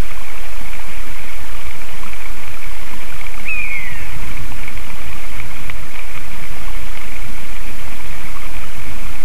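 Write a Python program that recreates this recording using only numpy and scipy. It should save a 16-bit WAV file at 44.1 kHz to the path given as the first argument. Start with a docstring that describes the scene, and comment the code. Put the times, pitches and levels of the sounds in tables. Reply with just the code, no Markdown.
"""Light wind rumbles, murmurs and thumps at a treetop nest, over a camera's hiss, flutter and faint whine.
Snow patters and ticks on the microphone housing and plops on twigs: each grain makes what it hits ring.
About 3.5 s in, a far-off buzzard mews once, a whistle that leaps up, sinks and turns hoarse.
The trees of the snowy slope throw the call back.
The camera turns weak bass down, and its gain control dips after loud peaks."""
import sys
import numpy as np
from scipy import signal
from scipy.fft import rfft, irfft
from scipy.io import wavfile
from scipy.ndimage import uniform_filter1d

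SR = 44100
rng = np.random.default_rng(int(sys.argv[2]) if len(sys.argv) > 2 else 0)


def waveform_to_disk(signal):
    """Save audio, clipped to [-1, 1], as 16-bit WAV at the path in sys.argv[1]."""
    frames = np.transpose(np.atleast_2d(signal))
    scaled = np.clip(frames, -1, 1) * 32767
    samples = np.round(scaled).astype(np.int16)
    wavfile.write(sys.argv[1], SR, samples)


N = 407484
TIME = np.arange(N) / SR


def gain_of(db):
    """Turns decibels into a number to multiply by."""
    return 10 ** (np.asarray(db) / 20)


def unit_rms(x):
    """Scales x so that its average strength (rms) is 1."""
    return x / np.sqrt(np.mean(x ** 2) + 1e-20)


def level_at(spectrum, hz):
    """Looks up the level at hz in a table of frequencies and levels."""
    f, db = np.transpose(spectrum)
    return np.interp(np.log(hz + 1), np.log(f + 1), db)


def coloured_noise(spectrum):
    """Noise of rms 1 with the tone colour given by a table."""
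    gain = gain_of(level_at(spectrum, np.fft.rfftfreq(N, 1 / SR)))
    return unit_rms(irfft(rfft(rng.standard_normal(N)) * gain, N))


def wander(hz):
    """A random wobble of rms 1, with up to about hz swings a second."""
    keep_slow = np.exp(-(np.fft.rfftfreq(N, 1 / SR) / hz) ** 2)
    return unit_rms(irfft(rfft(rng.standard_normal(N)) * keep_slow, N))


def add(mix, s, sound):
    """Mixes a sound in, starting at s seconds."""
    part = mix[round(s * SR):][:len(sound)]
    part += sound[:len(part)]


def ring(hz, rise_s):
    """The note of a tapped object: it swells for rise_s and dies within milliseconds."""
    t = TIME[:SR // 50]
    return t / rise_s * np.exp(1 - t / rise_s) * np.sin(2 * np.pi * hz * t)


# How hard the wind blows on the microphone: t/s, level/dB
GUSTS = [(0.3, -52), (0.8, -54), (2.9, -49.5), (3.6, -47), (4.1, -37), (4.55, -35), (5.25, -42.5),
         (5.55, -36), (6.0, -44), (6.3, -42.5), (7.6, -46.5), (8.2, -44), (9.0, -41)]
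# Tone colour of the eddies, the swirls in the air: f/Hz, level/dB
EDDY_COLOUR = [(30, -14), (70, -2), (105, -2), (150, -2.5), (220, -10), (350, -15), (700, -28), (2000, -55)]
# Tone colour of the deep rumble: f/Hz, level/dB
RUMBLE_COLOUR = [(3, 4), (18, 6.5), (40, 4.5), (62, 0.5), (80, -13), (130, -33), (400, -46)]


def wind(unsteady_db=1.1, rumble_db=-33, rumble_follows=0.14, lumps_db=10.5, eddy_top_hz=300):
    """Eddies hit the microphone: brief lumps, each in its own narrow part of the bass, over a rumble."""
    gust_db = np.interp(TIME, *np.transpose(GUSTS)) + unsteady_db * wander(11)
    hz, _, bands = signal.stft(rng.standard_normal(N), SR, nperseg=2048, noverlap=1536)
    lumps = uniform_filter1d(rng.standard_normal(bands.shape), size=3, axis=0)  # blur across pitch
    lumps = unit_rms(uniform_filter1d(lumps, size=6, axis=1))  # blur across time
    depth_db = lumps_db / (1 + (hz / eddy_top_hz) ** 2)
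    bands *= gain_of(level_at(EDDY_COLOUR, hz)[:, None] + depth_db[:, None] * np.minimum(lumps, 1.2))
    eddies = unit_rms(signal.istft(bands, SR, nperseg=2048, noverlap=1536)[1][:N])
    swell_db = rumble_follows * (gust_db - gust_db.mean())  # large eddies only partly follow the gusts
    return gain_of(gust_db) * eddies + gain_of(rumble_db + swell_db) * coloured_noise(RUMBLE_COLOUR)


# Brief dropouts in the low murmur: t/s, half length/s
DROPOUTS = [(0.272, .03), (0.532, 0.064), (0.822, 0.033), (1.175, 0.037), (1.365, 0.032), (1.704, .018),
            (1.92, .018), (2.165, 0.015), (2.228, 0.031), (2.745, .03), (3.175, 0.023), (3.328, 0.03),
            (6.027, 0.052)]
# Tone colour of the low murmur: f/Hz, level/dB
MURMUR_COLOUR = [(120, -15), (165, -7.5), (200, -0.5), (260, -3), (360, -9.5), (600, -32.5)]


def murmur(level_db=-45.5, follows=0.16, flutter_db=2.5, dropout_db=-20):
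    """A low murmur that grows with the gusts. Now and then it cuts out for a moment and comes back."""
    gust_db = np.interp(TIME, *np.transpose(GUSTS))
    dropout = sum(np.exp(-((TIME - s) / half_s) ** 4) for s, half_s in DROPOUTS)
    db = level_db + follows * (gust_db - gust_db.mean()) + flutter_db * wander(14) + dropout_db * dropout
    return gain_of(db) * coloured_noise(MURMUR_COLOUR)


# Tone colour of the amplifier's hiss: f/Hz, level/dB
HISS_COLOUR = [(30, -27), (220, -1.5), (340, 10), (600, 7), (1500, 9.5), (3200, 2.5), (4500, 0.5),
               (7000, 0), (13000, -0.4), (14000, -1)]
# The thin tones of the camera's whine: f/Hz, level/dB
WHINE_TONES = [(4000, -66), (6000, -70)]


def camera_noise(hiss_db=-38, frame_hz=30.7, flutter_db=-38, bump_db=-22.5, bump_share=0.25):
    """Amplifier hiss, a thin whine, and a flutter at the frame rate with a larger bump in some frames."""
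    frame = frame_hz * TIME
    swing = np.cos(2 * np.pi * frame)
    has_bump = (rng.random(int(frame[-1]) + 1) < bump_share)[frame.astype(int)]
    flutter = -gain_of(flutter_db) * swing + gain_of(bump_db) * has_bump * (1 - swing) / 2
    whine = sum(np.sqrt(2) * gain_of(db) * np.sin(2 * np.pi * hz * TIME) for hz, db in WHINE_TONES)
    return gain_of(hiss_db) * coloured_noise(HISS_COLOUR) + flutter + whine


# How strongly the microphone housing rings at each pitch: f/Hz, level/dB
HOUSING_COLOUR = [(150, -25), (330, -13.5), (620, -3.5), (780, -10), (950, -6), (1230, -3), (1580, -12.5),
                  (1800, -4), (2020, -4.5), (2170, 3), (2470, 2), (2650, -8.5), (2900, -7), (3300, -10.5),
                  (3700, -20), (6000, -54.5)]


def snow_patter(grains_per_s=1300, spread_db=1, level_db=-38.5, flurry_db=1.4):
    """Countless fine grains of uneven size hit the housing and blur into a soft crackle."""
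    size = gain_of(spread_db * np.minimum(rng.exponential(1, N), 3.5)) * rng.choice([-1, 1], N)
    grains = size * (rng.random(N) < grains_per_s / SR)
    log_gain = np.log(gain_of(level_at(HOUSING_COLOUR, abs(np.fft.fftfreq(2048, 1 / SR)))))
    one_tap = np.fft.ifft(np.exp(np.conj(signal.hilbert(log_gain)))).real  # rings only after the hit
    crackle = unit_rms(signal.oaconvolve(grains, one_tap)[:N])
    return gain_of(level_db + flurry_db * wander(20)) * crackle


# Snow landing on the nearest twigs: t/s, level/dB, f/Hz
NEAR_PLOPS = [(0.174, -28, 1080), (0.796, -30, 900), (1.548, -28.5, 1210), (2.033, -25, 1055),
              (2.061, -25, 1300), (2.571, -30, 1340), (2.935, -26, 980), (3.123, -28, 1470),
              (3.377, -26, 1220), (6.679, -26, 1090), (7.379, -32, 885), (8.358, -30, 1090),
              (8.368, -26, 1120), (8.638, -28.5, 1300)]


def twig_plops(ring_s=0.002, count=900, faint_db=-33, low_hz=720, high_hz=3350, housing_share=0.5):
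    """Snow taps a short note from each twig: a few near ones, many faint ones coloured by the housing."""
    out = np.zeros(N)
    for s, db, hz in NEAR_PLOPS:
        add(out, s, gain_of(db) * ring(hz, ring_s))
    for (when, twig), size_db in zip(rng.random((count, 2)), rng.standard_normal(count).clip(-2, 2)):
        hz = low_hz * (high_hz / low_hz) ** twig
        db = faint_db + size_db + housing_share * level_at(HOUSING_COLOUR, hz)
        add(out, when * TIME[-1], gain_of(db) * ring(hz, ring_s))
    return out


# The largest grains on the housing; the rows at 5.6995 s and 5.706 s are the bounce and after-rattle of the
# loudest one at 5.6974 s: t/s, level/dB, f/Hz, wall note against hollow note/dB, contact/s
BIG_GRAINS = [(0.1164, -26, 2200, -10, .0006), (0.3793, -28, 2430, -18, .001),
              (.6594, -25, 2240, -18, .0016), (0.7324, -22.5, 2380, -20, 0.0014),
              (0.7517, -22, 2270, -19, 0.00087), (1.6692, -25, 2310, -14, 0.0013),
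              (1.7093, -21, 2200, -18, 0.001), (2.133, -20.5, 2370, -9, 0.001),
              (2.2209, -25, 2300, -18, .0016), (2.256, -22, 2260, -14, 0.002),
              (2.4787, -23, 2470, -6, .0006), (2.5417, -23.5, 2360, -16, .0014),
              (2.6289, -25, 2420, -20, 0.0018), (2.642, -22.5, 2280, -20, 0.0021),
              (3.212, -22, 2250, -22, 0.0019), (3.2466, -29, 2240, -18, 0.00098),
              (3.2657, -21, 2310, -20, 0.0022), (3.341, -22, 2220, -10, 0.0014),
              (3.397, -23, 2230, -15, .0013), (4.3135, -24, 2320, -14, 0.0014),
              (4.37, -20, 2250, -8, 0.00082), (4.3754, -22, 2400, -18, 0.0017),
              (4.5203, -23, 2400, 5, 0.0011), (4.6339, -18.5, 2250, -18, 0.00084),
              (4.678, -18, 2250, -9, 0.0022), (4.775, -19.5, 2200, -9, .0007),
              (4.9016, -21, 2280, -18, 0.00091), (5.129, -21, 2400, -6.5, .001),
              (5.4, -16.5, 2300, -9.5, 0.0011), (5.6974, -10, 2180, -23, 0.00071),
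              (5.6995, -20, 2200, -19, 0.00095), (5.706, -24, 2750, -17, 0.0005),
              (5.9418, -25, 2340, -14, .001), (5.9542, -23, 2250, -11, 0.00064),
              (5.959, -17, 2270, -12, .0007), (5.9906, -20.5, 2400, -18.5, 0.0018),
              (6.176, -18, 2210, -8, .0007), (6.4382, -21, 2310, -8, .0007),
              (6.974, -20.5, 2200, -16, 0.00077), (7.0142, -23, 2240, -18, 0.001),
              (7.0389, -23.5, 2220, -16, .0012), (7.1203, -24, 2290, -16, .0014),
              (7.1641, -25, 2180, -16, 0.0013), (7.5658, -22, 2440, -19, 0.00079),
              (8.254, -24.5, 2300, -16, 0.0016), (8.2702, -25, 2220, -14, 0.0011),
              (8.4193, -25, 2190, -12, 0.00087), (8.5675, -23, 2340, -16, .001),
              (9.1556, -25, 2500, -16, 0.00093)]
# Tone colour of a grain shattering: f/Hz, level/dB
RATTLE_COLOUR = [(200, -3), (1200, -5), (2300, 1), (3100, -1), (3800, -13), (8000, -38)]


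def snow_ticks(wall_hz=1120, wall_s=0.001, hollow_hz=2300,
               small_count=28, small_db=-27, small_wall_db=-12, small_contact_s=0.0013):
    """A grain rings the housing's hollow and wall, then shatters. Hard grains click; soft ones tap."""
    out, t = np.zeros(N), TIME[:SR // 50]
    rattle = coloured_noise(RATTLE_COLOUR)
    rattle_fade = gain_of(-9) * np.exp(-t / 0.0008) + gain_of(-16.5) * np.exp(-t / 0.004)  # crack + tail
    grains = list(BIG_GRAINS)
    for when, size, place in rng.uniform(-1, 1, (small_count, 3)):  # smaller grains land at random
        s = (when + 1) / 2 * TIME[-len(t) - 1]
        hz = hollow_hz * (1 + 0.042 * place)
        grains.append((s, small_db + 2.5 * size, hz, small_wall_db, small_contact_s))
    for (s, db, hz, wall_db, contact_s), detune in zip(grains, rng.uniform(-1, 1, len(grains))):
        wall_gain = gain_of(wall_db)
        wall = wall_gain * ring(wall_hz * (1 + 0.19 * detune), wall_s)
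        tick = (ring(hz, contact_s) + wall) / np.hypot(1, wall_gain)
        shatter = rattle_fade * rattle[round(s * SR):][:len(t)]
        add(out, s, gain_of(db) * (tick + shatter))
    return out


# Single eddies that thump the microphone: t/s, level/dB, f/Hz
THUMPS = [(.13, -35.5, 152), (.9, -35.5, 174), (2.83, -37, 180), (2.945, -37, 150), (3.52, -37, 132),
          (3.615, -38, 160), (0.639, -36, 141.5), (0.759, -36, 148), (1.12, -35, 136), (1.21, -37, 148),
          (1.41, -27, 75), (1.68, -22.5, 62), (1.76, -37.5, 144), (1.941, -34, 156), (2.07, -34, 198),
          (2.43, -38, 155), (2.496, -27.5, 84.5), (2.68, -34.5, 147), (3.15, -32.5, 138),
          (3.242, -31, 79.4), (3.421, -34, 208), (3.8, -32.5, 150), (4.09, -30, 90.8), (4.16, -28.5, 115),
          (4.3, -28, 105), (4.53, -28, 112), (4.64, -28.5, 95), (4.4, -26.5, 131), (4.44, -27, 101.4),
          (4.765, -28.5, 107), (5.07, -35, 163), (5.446, -25.5, 97), (5.694, -24.5, 94.5),
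          (5.79, -33.5, 125), (6.17, -29.5, 123.4), (6.24, -30, 104), (6.43, -32, 153), (6.53, -34.5, 143),
          (6.834, -32, 99), (7.255, -27.5, 110.4), (7.737, -30, 83.5), (8.119, -32, 157), (8.249, -31, 162),
          (8.48, -36, 150), (8.579, -36.5, 169), (8.788, -30, 101), (8.88, -35.5, 264), (9.051, -31, 159)]


def wind_thumps(trim_db=-2, half_s=0.019):
    """A large eddy pushes on the microphone for a few swings."""
    out = np.zeros(N)
    t = TIME[:SR // 5] - TIME[SR // 10]  # zero in the middle of the thump
    for (s, db, hz), turn in zip(THUMPS, rng.random(len(THUMPS))):
        push = np.exp(-(t / half_s) ** 2) * np.sin(2 * np.pi * (hz * t + turn))
        add(out, s + t[0], gain_of(trim_db + db) * push)
    return out


# What the bird's throat lets through, mostly the tone at twice the pitch: f/Hz, level/dB
THROAT = [(850, -9), (1050, -24), (1260, -24), (1700, -8), (1850, 0), (2550, 0), (2800, -5.5), (3000, -24),
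          (3800, -34.5), (5200, -46), (7000, -55)]
# Where the voice falters: t/s, half length/s, level change/dB, added roughness/0-1, pitch slip/Hz
VOICE_CRACKS = [(3.494, 0.005, 1, 0.4, 25), (3.563, 0.02, -3.5, 0.1, 0), (3.613, .003, -10, .2, -2),
                (3.628, 0.011, -7, 0.1, 0), (3.651, 0.016, -9, 0.35, -20.5),
                (3.688, 0.0257, -12, 0.97, -42), (3.758, 0.021, 2.5, 0.03, 0), (3.81, 0.017, -6, 0.56, 0),
                (3.853, 0.017, -2.5, 0.24, 7.5), (3.894, 0.02, -5, 0.8, 1), (3.94, 0.026, -2.5, .1, -15)]


def buzzard(start_s=3.462, length_s=0.63, loud_db=-19, jitter=0.0281, flutter_db=4.5, shimmer_db=0.2):
    """A whistle that leaps up, then sinks steadily as it fades, breaking hoarsely half way down."""
    leap_s, opening_hz, top_hz, sink_hz_per_s = 0.027, 1030, 1296, 780
    attack_s, attack_db, fade_db, release_db_per_s = 0.024, -14.5, -25.5, 400
    rough_leap, rough_clear, rough_tired = 0.5, 0.04, 0.45
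    t = TIME - start_s
    leap = np.clip(t / leap_s, 0, 1)
    sinking_s = np.clip(t - leap_s, 0, 1)
    tired = np.minimum(sinking_s / (length_s - leap_s), 1)
    pitch = opening_hz + (top_hz - opening_hz) * leap ** 1.29 - sink_hz_per_s * sinking_s
    level_db = loud_db + attack_db * np.maximum(1 - t / attack_s, 0) + fade_db * tired ** 1.76
    level_db -= release_db_per_s * np.maximum(t - length_s, 0)
    rough = np.where(leap < 1, rough_leap, rough_clear + (rough_tired - rough_clear) * tired)
    for s, half_s, change_db, hoarse, slip_hz in VOICE_CRACKS:
        crack = np.exp(-((TIME - s) / half_s) ** 2)
        level_db += change_db * crack
        rough += hoarse * crack
        pitch += slip_hz * crack
    pitch *= 1 + jitter * rough * wander(138)
    level_db += flutter_db * rough * wander(130)
    level_db += shimmer_db * wander(60)  # moving air makes a far voice shimmer
    phase = 2 * np.pi * np.cumsum(pitch) / SR
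    voice = sum(gain_of(level_at(THROAT, k * pitch)) * np.sin(k * phase) for k in range(1, 5))
    return np.sqrt(2) * gain_of(level_db) * voice


# First echoes from the nearest trees, timed from the call: t/s, level/dB
TREE_ECHOES = [(.032, -20), (0.076, -25), (.13, -15), (.178, -21), (.255, -20)]
# What the trees send back; their needles soak up the highest notes: f/Hz, level/dB
ECHO_COLOUR = [(1000, 0), (2380, 0), (2480, -3), (2600, -8), (4000, -10)]


def forest_echo(call, fade_60db_s=1.25, build_s=0.12, tail_db=-14.5):
    """A few single echoes, then a wash from many trunks that builds up and dies away."""
    t = TIME[:2 * SR]
    build_up = 1 - np.exp(-(t / build_s) ** 2)
    wash = rng.standard_normal(len(t)) * gain_of(-60 * t / fade_60db_s) * build_up
    echoes = gain_of(tail_db) * wash / np.linalg.norm(wash)
    for delay_s, db in TREE_ECHOES:
        add(echoes, delay_s, gain_of([db]))
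    needles = gain_of(level_at(ECHO_COLOUR, np.fft.rfftfreq(len(t), 1 / SR)))
    echoes = irfft(rfft(echoes) * needles, len(t))
    return signal.fftconvolve(call, echoes)[:N]


# The second whistle that joins when the voice breaks: t/s, f/Hz, level/dB
SECOND_WHISTLE = [(3.6, 2520, -50), (3.617, 2500, -29), (3.643, 2425, -23), (3.66, 2400, -30),
                  (3.68, 2435, -34), (3.7, 2425, -28), (3.73, 2380, -29), (3.758, 2370, -29),
                  (3.785, 2335, -37), (3.84, 2270, -38), (3.95, 2060, -48)]


def second_whistle(jitter=0.01, flutter_db=2):
    """The other side of the bird's voice box sounds a bit higher and beats hoarsely against the first."""
    s, hz, db = np.transpose(SECOND_WHISTLE)
    pitch = np.interp(TIME, s, hz) * (1 + jitter * wander(122.5))
    sounding = (TIME > s[0]) & (TIME < s[-1])
    gain = gain_of(np.interp(TIME, s, db) + flutter_db * wander(120)) * sounding
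    return np.sqrt(2) * gain * np.sin(2 * np.pi * np.cumsum(pitch) / SR)


def scene():
    """Wind, camera noise and snow, with the buzzard's call and its echoes, in one channel."""
    call = buzzard() + second_whistle()
    snow = snow_ticks() + twig_plops() + snow_patter()
    return (call + forest_echo(call) + snow + wind() + murmur() + wind_thumps() + camera_noise())[None]


def suppress_weak_bass(x, depth_db=-9.5, below_db=-6, low_hz=120, top_hz=280):
    """The camera turns a band of bass down whenever it falls well below its usual level."""
    hz, _, bands = signal.stft(x, SR, nperseg=2048, noverlap=1536)
    power = uniform_filter1d(uniform_filter1d(abs(bands) ** 2, size=3, axis=0), size=3, axis=1)
    threshold = np.median(power, axis=1, keepdims=True) * gain_of(below_db) ** 2 + 1e-20
    weak = 1 / (1 + (power / threshold) ** 4)
    bass = (hz > low_hz) & (hz < top_hz)
    bands *= gain_of(depth_db * weak * bass[:, None])
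    return signal.istft(bands, SR, nperseg=2048, noverlap=1536)[1][:N]


def record(dry, threshold_db=-20, squeeze=0.17, recover_db_per_s=2.5, bias=0.662, cutoff_hz=14050):
    """The camera lowers weak bass, dips its gain after sharp peaks and cuts off the highest treble."""
    sharp = dry[0] - uniform_filter1d(dry[0], size=90)  # the gain control ignores the rumble
    excess_db = np.maximum(20 * np.log10(abs(sharp) + 1e-6) - threshold_db, 0)
    recovery_db = TIME * recover_db_per_s
    dip_db = np.maximum.accumulate(squeeze * excess_db + recovery_db) - recovery_db
    biased = suppress_weak_bass(dry[0])[None] + bias  # a steady offset that dips along with the sound
    dipped = biased * gain_of(-uniform_filter1d(dip_db, size=180))
    lowpass = signal.firwin(801, cutoff_hz, window=("kaiser", 9), fs=SR)
    padded = np.pad(dipped, ((0, 0), (len(lowpass) // 2,) * 2), mode="edge")
    return signal.oaconvolve(padded, lowpass[None], "valid")


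dry = scene()
out = record(dry)
waveform_to_disk(out)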